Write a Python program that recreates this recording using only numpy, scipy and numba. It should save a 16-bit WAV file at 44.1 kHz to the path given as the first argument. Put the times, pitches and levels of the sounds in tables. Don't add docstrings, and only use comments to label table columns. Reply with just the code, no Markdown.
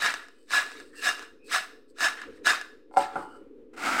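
import sys
import numpy as np
from scipy import signal
from scipy.fft import rfft, irfft
from scipy.io import wavfile
from numba import njit

SR = 44100
rng = np.random.default_rng(int(sys.argv[2]) if len(sys.argv) > 2 else 0)


def master(y):
    cut = np.clip(np.atleast_2d(y).T, -1, 1)
    pcm = np.round(cut * 32767)
    wavfile.write(sys.argv[1], SR, pcm.astype(np.int16))


N = 176400
T = np.arange(N) / SR
RING_T = T[:8192]
TOP_HZ = 15900


def undb(db):
    return np.exp(np.maximum(db, -300) * (np.log(10) / 20))


def unit(response):
    return response / np.sqrt(np.sum(response ** 2))


def through(x, response):
    return signal.fftconvolve(x, response)[:N]


def fade(t60_s):
    return np.exp(-np.log(1000) * T / max(t60_s, 1e-3))


def on_log(hz, points):
    point_hz, values = np.array(points).T
    return np.interp(np.log(np.maximum(hz, 1)), np.log(point_hz), values)


def colour(points, size=4096):
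    gain = undb(on_log(np.fft.rfftfreq(size, 1 / SR), points))
    cepstrum = irfft(np.log(gain))
    cepstrum[1:size // 2] *= 2
    cepstrum[size // 2 + 1:] = 0
    return unit(irfft(np.exp(rfft(cepstrum))))


def blows(times_s, levels_db):
    return np.bincount((np.asarray(times_s) * SR).astype(int), undb(levels_db), N)[:N]


def swell(peak_s, db, rise_s, hold_s, fall_db_per_s):
    climb_db = 30 * np.maximum((peak_s - T) / rise_s, 0) ** 1.5
    fall_db = fall_db_per_s * np.maximum(T - peak_s - hold_s, 0)
    return undb(db - climb_db - fall_db) ** 2


def hump(middle_s, length_s, db):
    return undb(db) * np.exp(-(2 * (T - middle_s) / length_s) ** 2 / 2)


def thin_metal(x, cut_hz=630):
    return signal.sosfilt(signal.butter(2, cut_hz, "high", fs=SR, output="sos"), x)


def clicks(power, full_per_s=9000, full_db=-19.5, thinning=.3, spread_db=3):
    draw, scatter, sign = rng.random(N), rng.standard_normal(N), rng.choice([-1, 1], N)
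    motion = np.sqrt(power) / undb(full_db)
    chance = np.clip(full_per_s / SR * motion ** thinning, 1e-3, 1)
    size = undb(spread_db * np.minimum(scatter, 2))
    return (draw < chance) * sign * size * np.sqrt(power / chance / np.mean(size ** 2))


@njit
def ring_grains(start, hz, size, decay_s):
    out = np.zeros(N)
    for k in range(len(start)):
        phasor = size[k] + 0j
        pole = np.exp((2j * np.pi * hz[k] - 1 / decay_s) / SR)
        for i in range(start[k], min(start[k] + int(4 * decay_s * SR), N)):
            phasor *= pole
            out[i] += phasor.imag
    return out


def crunch(power, grains_per_s=8000, decay_s=.0035, spread_db=4.6, click_db=-5):
    when, pitch, strength = rng.random((int(grains_per_s * N / SR), 3)).T
    size = undb(-spread_db * np.log(np.maximum(strength, .02)))
    grains = ring_grains((when * N).astype(np.int64), pitch * TOP_HZ, size, decay_s)
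    click_gain = undb(click_db)
    return np.sqrt(power * (1 - click_gain ** 2)) * grains / np.std(grains) + click_gain * clicks(power)


# frequency in Hz, bandwidth in Hz, relative peak in dB.
HELD_MODES = [(741.4, 35, -6), (1270, 31, -11), (1700, 22, 10.5), (2380, 30, -26), (2520, 25, -13),
              (2794, 26, -4), (3713, 30, -14), (3677, 20, -11.5), (3648, 50, -15.5), (4970, 120, -14.5),
              (5330, 70, -11), (6270, 270, -18), (7020, 110, -17.5), (7740, 180, -19)]


def held_bowl(contacts):
    ring = sum(undb(db) * width_hz * np.exp(-np.pi * width_hz * RING_T) * np.sin(2 * np.pi * hz * RING_T)
               for hz, width_hz, db in HELD_MODES)
    return through(contacts, thin_metal(unit(ring)))


# landing in seconds, level in dB, rise in seconds, hold in seconds,
# fall in dB per second, crackle offset in dB, bowl ring offset in dB.
TOSSES = [(0.047, -20.5, 0.072, 0.019, 166, 0, -2.5), (0.543, -21, 0.051, 0.04, 204, 1, 1),
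          (1.06, -24, 0.059, 0.034, 252, 3.5, 3), (1.546, -20.5, 0.057, 0.019, 251, 2, 0.5),
          (2.035, -19.5, 0.059, 0.027, 248, -1, 1), (2.47, -16, 0.023, .037, 211.5, -3, -1)]
# time in seconds, level in dB.
DROPS = [(0.0224, -1), (0.0622, 4), (0.105, -5), (0.1406, -1), (0.285, -21.5), (0.5073, -8.5),
         (0.5441, -7.5), (0.629, -13), (.718, -16), (0.8014, -15.5), (1.023, -34), (1.0908, 2.5),
         (1.1942, -11.5), (1.227, -15.5), (1.499, -26), (1.5206, -8), (1.986, -14.5), (2.007, -0.5),
         (2.0463, 5.5), (2.086, -4), (2.2172, -12.5), (2.4478, -16), (2.4705, 4.5), (2.6137, -7.5),
         (2.972, -11)]
# peak time in seconds, hold in seconds, level in dB,
# crackle offset in dB.
SLIDES = [(0.194, 0.015, -40.5, -27), (0.673, 0.14, -45.5, 2.5), (0.95, 0.045, -52.5, -6),
          (1.174, 0.064, -39.5, -2), (1.67, 0.043, -58.5, -3), (2.18, 0.053, -36, -11.5),
          (2.3, .08, -55.5, -1.5), (3.005, 0.034, -33.5, 0), (3.12, 0.082, -44, -13)]
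# frequency in Hz, relative density in dB.
CRACKLE_SPECTRUM = [(150, -23.5), (400, -25.5), (1200, -1.5), (2600, 6.5), (3200, -5), (3800, 8),
                    (4400, -0.5), (5200, 0.5), (6600, -6), (8500, -2.5), (9600, -11.5), (12500, -17.5),
                    (16000, -21)]
CLATTER_SPECTRUM = [(30, -29), (150, -27.5), (320, -16), (450, -26), (650, -10.5), (900, -12), (1350, 1),
                    (1850, -2.5), (2200, -10.5), (3200, -14.5), (5000, -26), (16000, -51.5)]
CRACKLE_DB, CLATTER_DB, BOWL_DB = -11.5, -8, -5
CRACKLE_LEAD_S, BOWL_FALL_DB_PER_S, HEAP_BOWL_DB = 0.0081, 381.5, -12.5
DROP_DB, DROP_CRACKLE_DB, DROP_BOWL_DB = -1, -2, 1.5
SLIDE_RISE_S, SLIDE_FALL_DB_PER_S = 0.048, 255.5


def chips():
    bursts = [row[:-1] for row in TOSSES]
    bursts += [(s, db, SLIDE_RISE_S, hold, SLIDE_FALL_DB_PER_S, crackle_db)
               for s, hold, db, crackle_db in SLIDES]
    crackle_power = sum(swell(s - CRACKLE_LEAD_S, db + crackle_db, rise, hold, fall)
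                        for s, db, rise, hold, fall, crackle_db in bursts)
    heap_power = sum(swell(*row[:-1]) for row in bursts)
    landing_power = sum(swell(s, db + ring_db, rise, hold, BOWL_FALL_DB_PER_S)
                        for s, db, rise, hold, _, _, ring_db in TOSSES)
    drops = undb(DROP_DB) * blows(*np.array(DROPS).T)
    on_metal = clicks(landing_power + undb(HEAP_BOWL_DB) ** 2 * heap_power) + undb(DROP_BOWL_DB) * drops
    crackle = through(crunch(crackle_power) + undb(DROP_CRACKLE_DB) * drops, colour(CRACKLE_SPECTRUM))
    clatter = through(crunch(heap_power) + drops, colour(CLATTER_SPECTRUM))
    return undb(CRACKLE_DB) * crackle + undb(CLATTER_DB) * clatter + undb(BOWL_DB) * held_bowl(on_metal)


# time in seconds, level in dB.
DRONE_LEVEL = [(0, -53), (.4, -62.5), (.65, -57), (.92, -52), (1.15, -54.5), (1.85, -58.5), (2.15, -56),
               (2.36, -46), (2.6, -54), (2.85, -55.5), (3.45, -49), (3.7, -52.5), (4, -52.5)]
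# frequency in Hz, relative density in dB.
DRONE_SPECTRUM = [(25, -12.5), (70, -11.5), (110, -17.5), (170, -25.5), (220, -5.5), (290, 4.5), (360, 0),
                  (450, 5.5), (530, -3.5), (680, -28), (1000, -26.5), (1700, -32.5), (2500, -34.5),
                  (6000, -49), (16000, -58)]


def drone(waver_db=1.8, wavers_per_s=18):
    waver = signal.resample(rng.standard_normal(int(wavers_per_s * N / SR)), N)
    level_db = np.interp(T, *np.array(DRONE_LEVEL).T) + waver_db * waver
    return through(rng.standard_normal(N), colour(DRONE_SPECTRUM)) * undb(level_db)


# middle in seconds, length in seconds, pitch in Hz, level in dB.
SCRAPES = [(0.358, 0.1, 2520, -78), (0.366, .15, 3010, -77), (1.012, 0.054, 2740, -47.5),
           (1.014, 0.097, 1743, -49), (1.46, 0.07, 2550, -63), (3.246, 0.057, 870, -45),
           (3.288, 0.17, 2945, -69), (3.342, .06, 1354, -52)]


def bowl_scrapes(width_hz=170):
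    decay = RING_T * np.exp(-np.pi * width_hz * RING_T)
    out = np.zeros(N)
    for middle_s, length_s, hz, db in SCRAPES:
        resonance = unit(decay * np.sin(2 * np.pi * hz * RING_T))
        out += hump(middle_s, length_s, db) * through(rng.standard_normal(N), resonance)
    return out


# middle in seconds, length in seconds, level in dB.
SHIFTS = [(0.417, 0.15, -72.5), (0.835, 0.16, -67), (0.989, 0.044, -50), (1.473, 0.033, -57.5),
          (1.903, 0.025, -69.5), (2.367, 0.029, -71), (2.95, 0.031, -65), (2.983, 0.016, -40),
          (3.016, 0.021, -47.5), (3.202, 0.099, -61.5), (3.335, 0.087, -69)]
# frequency in Hz, relative density in dB.
SIZZLE_SPECTRUM = [(2000, -24.5), (4000, -6.5), (4400, 1.5), (5000, -1), (5600, -8), (7000, -12),
                   (8000, 1.5), (8800, -1.5), (9800, -14.5), (16000, -20)]


def heap_sizzle():
    power = sum(hump(*row) ** 2 for row in SHIFTS)
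    return through(clicks(power), colour(SIZZLE_SPECTRUM))


# time in seconds, then ring, thump and clack levels in dB.
KNOCKS = [(2.912, -32.5, -45, -30), (2.94, -19.5, -39, -40), (2.964, -13.5, -12, -13),
          (2.9705, 3.5, -2, 4.5), (3.1567, -11.5, -14.5, 4.5), (3.352, -36, -50, -22.5)]
# frequency in Hz, relative level in dB, T60 in seconds.
STANDING_MODES = [(563, 5, 0.24), (734, -37, .22), (734, 3, 0.3), (775, -1, 0.43), (860, 3.5, 0.256),
                  (960, -8.5, 0.16), (982, -2, 0.25), (1335, -8.5, 0.39), (1420, -34, .3),
                  (2110, -16, 0.25)]
# frequency in Hz, relative density in dB.
CLACK_SPECTRUM = [(40, -20), (120, -10.5), (200, -9), (330, 2.5), (620, -10.5), (950, -8.5), (1400, 4.5),
                  (1800, -24.5), (3000, -26.5), (5000, -49), (9000, -35), (16000, -64)]
RING_DB, THUMP_DB, CLACK_DB = 10, 14, -5


def set_down(thump_hz=771, thump_s=0.019, clack_t60_s=0.34):
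    times_s, ring_db, thump_db, clack_db = np.array(KNOCKS).T
    ring = unit(sum(undb(db) * fade(t60) * np.sin(2 * np.pi * hz * T) for hz, db, t60 in STANDING_MODES))
    flex = np.sqrt(np.abs(np.sin(np.pi * np.minimum(T / thump_s, 1))))
    thump = unit(flex * np.sin(2 * np.pi * thump_hz * T))
    clack = unit(through(rng.standard_normal(N) * fade(clack_t60_s), colour(CLACK_SPECTRUM)))
    rings = through(blows(times_s, ring_db + RING_DB), ring)
    thumps = through(blows(times_s, thump_db + THUMP_DB), thump)
    clacks = through(blows(times_s, clack_db + CLACK_DB), clack)
    return thin_metal(rings + thumps) + clacks


# time in seconds, level in dB.
RAKE_LEVEL = [(3.7, -88.5), (3.724, -105), (3.736, -55), (3.758, -57.5), (3.772, -43), (3.864, -26.5),
              (3.984, -29), (4.0, -25)]
# frequency in Hz, relative density in dB.
RAKE_SPECTRUM = [(35, -55), (60, -26.5), (135, -31.5), (195, -18), (289, -7), (438, -21.5), (577, -12.5),
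                 (663, -12), (780, -7), (1080, -14), (1360, 0), (1710, -13), (2150, -10.5), (3340, -22.5),
                 (5180, -22.5), (5820, -26.5), (8420, -26), (9670, -34), (15000, -41)]


def hand_rake(gain_db=0.5):
    level_db = np.interp(T, *np.array(RAKE_LEVEL).T, left=-120) + gain_db
    return through(clicks(undb(level_db) ** 2), colour(RAKE_SPECTRUM))


# frequency in Hz, T60 in seconds.
ROOM_T60 = [(150, 0.5), (700, 0.48), (1500, 0.39), (4000, 0.48), (8000, 0.37), (15000, 0.52)]


def kitchen(x, tail_db=-13, delay_s=.004):
    hz, noise = np.fft.rfftfreq(N, 1 / SR), rfft(rng.standard_normal(N))
    octaves_hz = 125 * 2. ** np.arange(8)
    tail = np.zeros(N)
    for centre_hz in octaves_hz:
        band = on_log(hz, list(zip(octaves_hz, octaves_hz == centre_hz)))
        tail += irfft(noise * band, N) * fade(on_log(centre_hz, ROOM_T60))
    return x + undb(tail_db) * through(x, unit(tail * (T > delay_s)))


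def scene():
    close = chips() + bowl_scrapes() + heap_sizzle() + set_down() + hand_rake()
    return (kitchen(close) + drone())[None]


def record(dry, dc_offset=-.0015):
    low_pass = signal.ellip(12, .1, 100, TOP_HZ, fs=SR, output="sos")
    return signal.sosfilt(low_pass, dry) + dc_offset


dry = scene()
out = record(dry)
master(out)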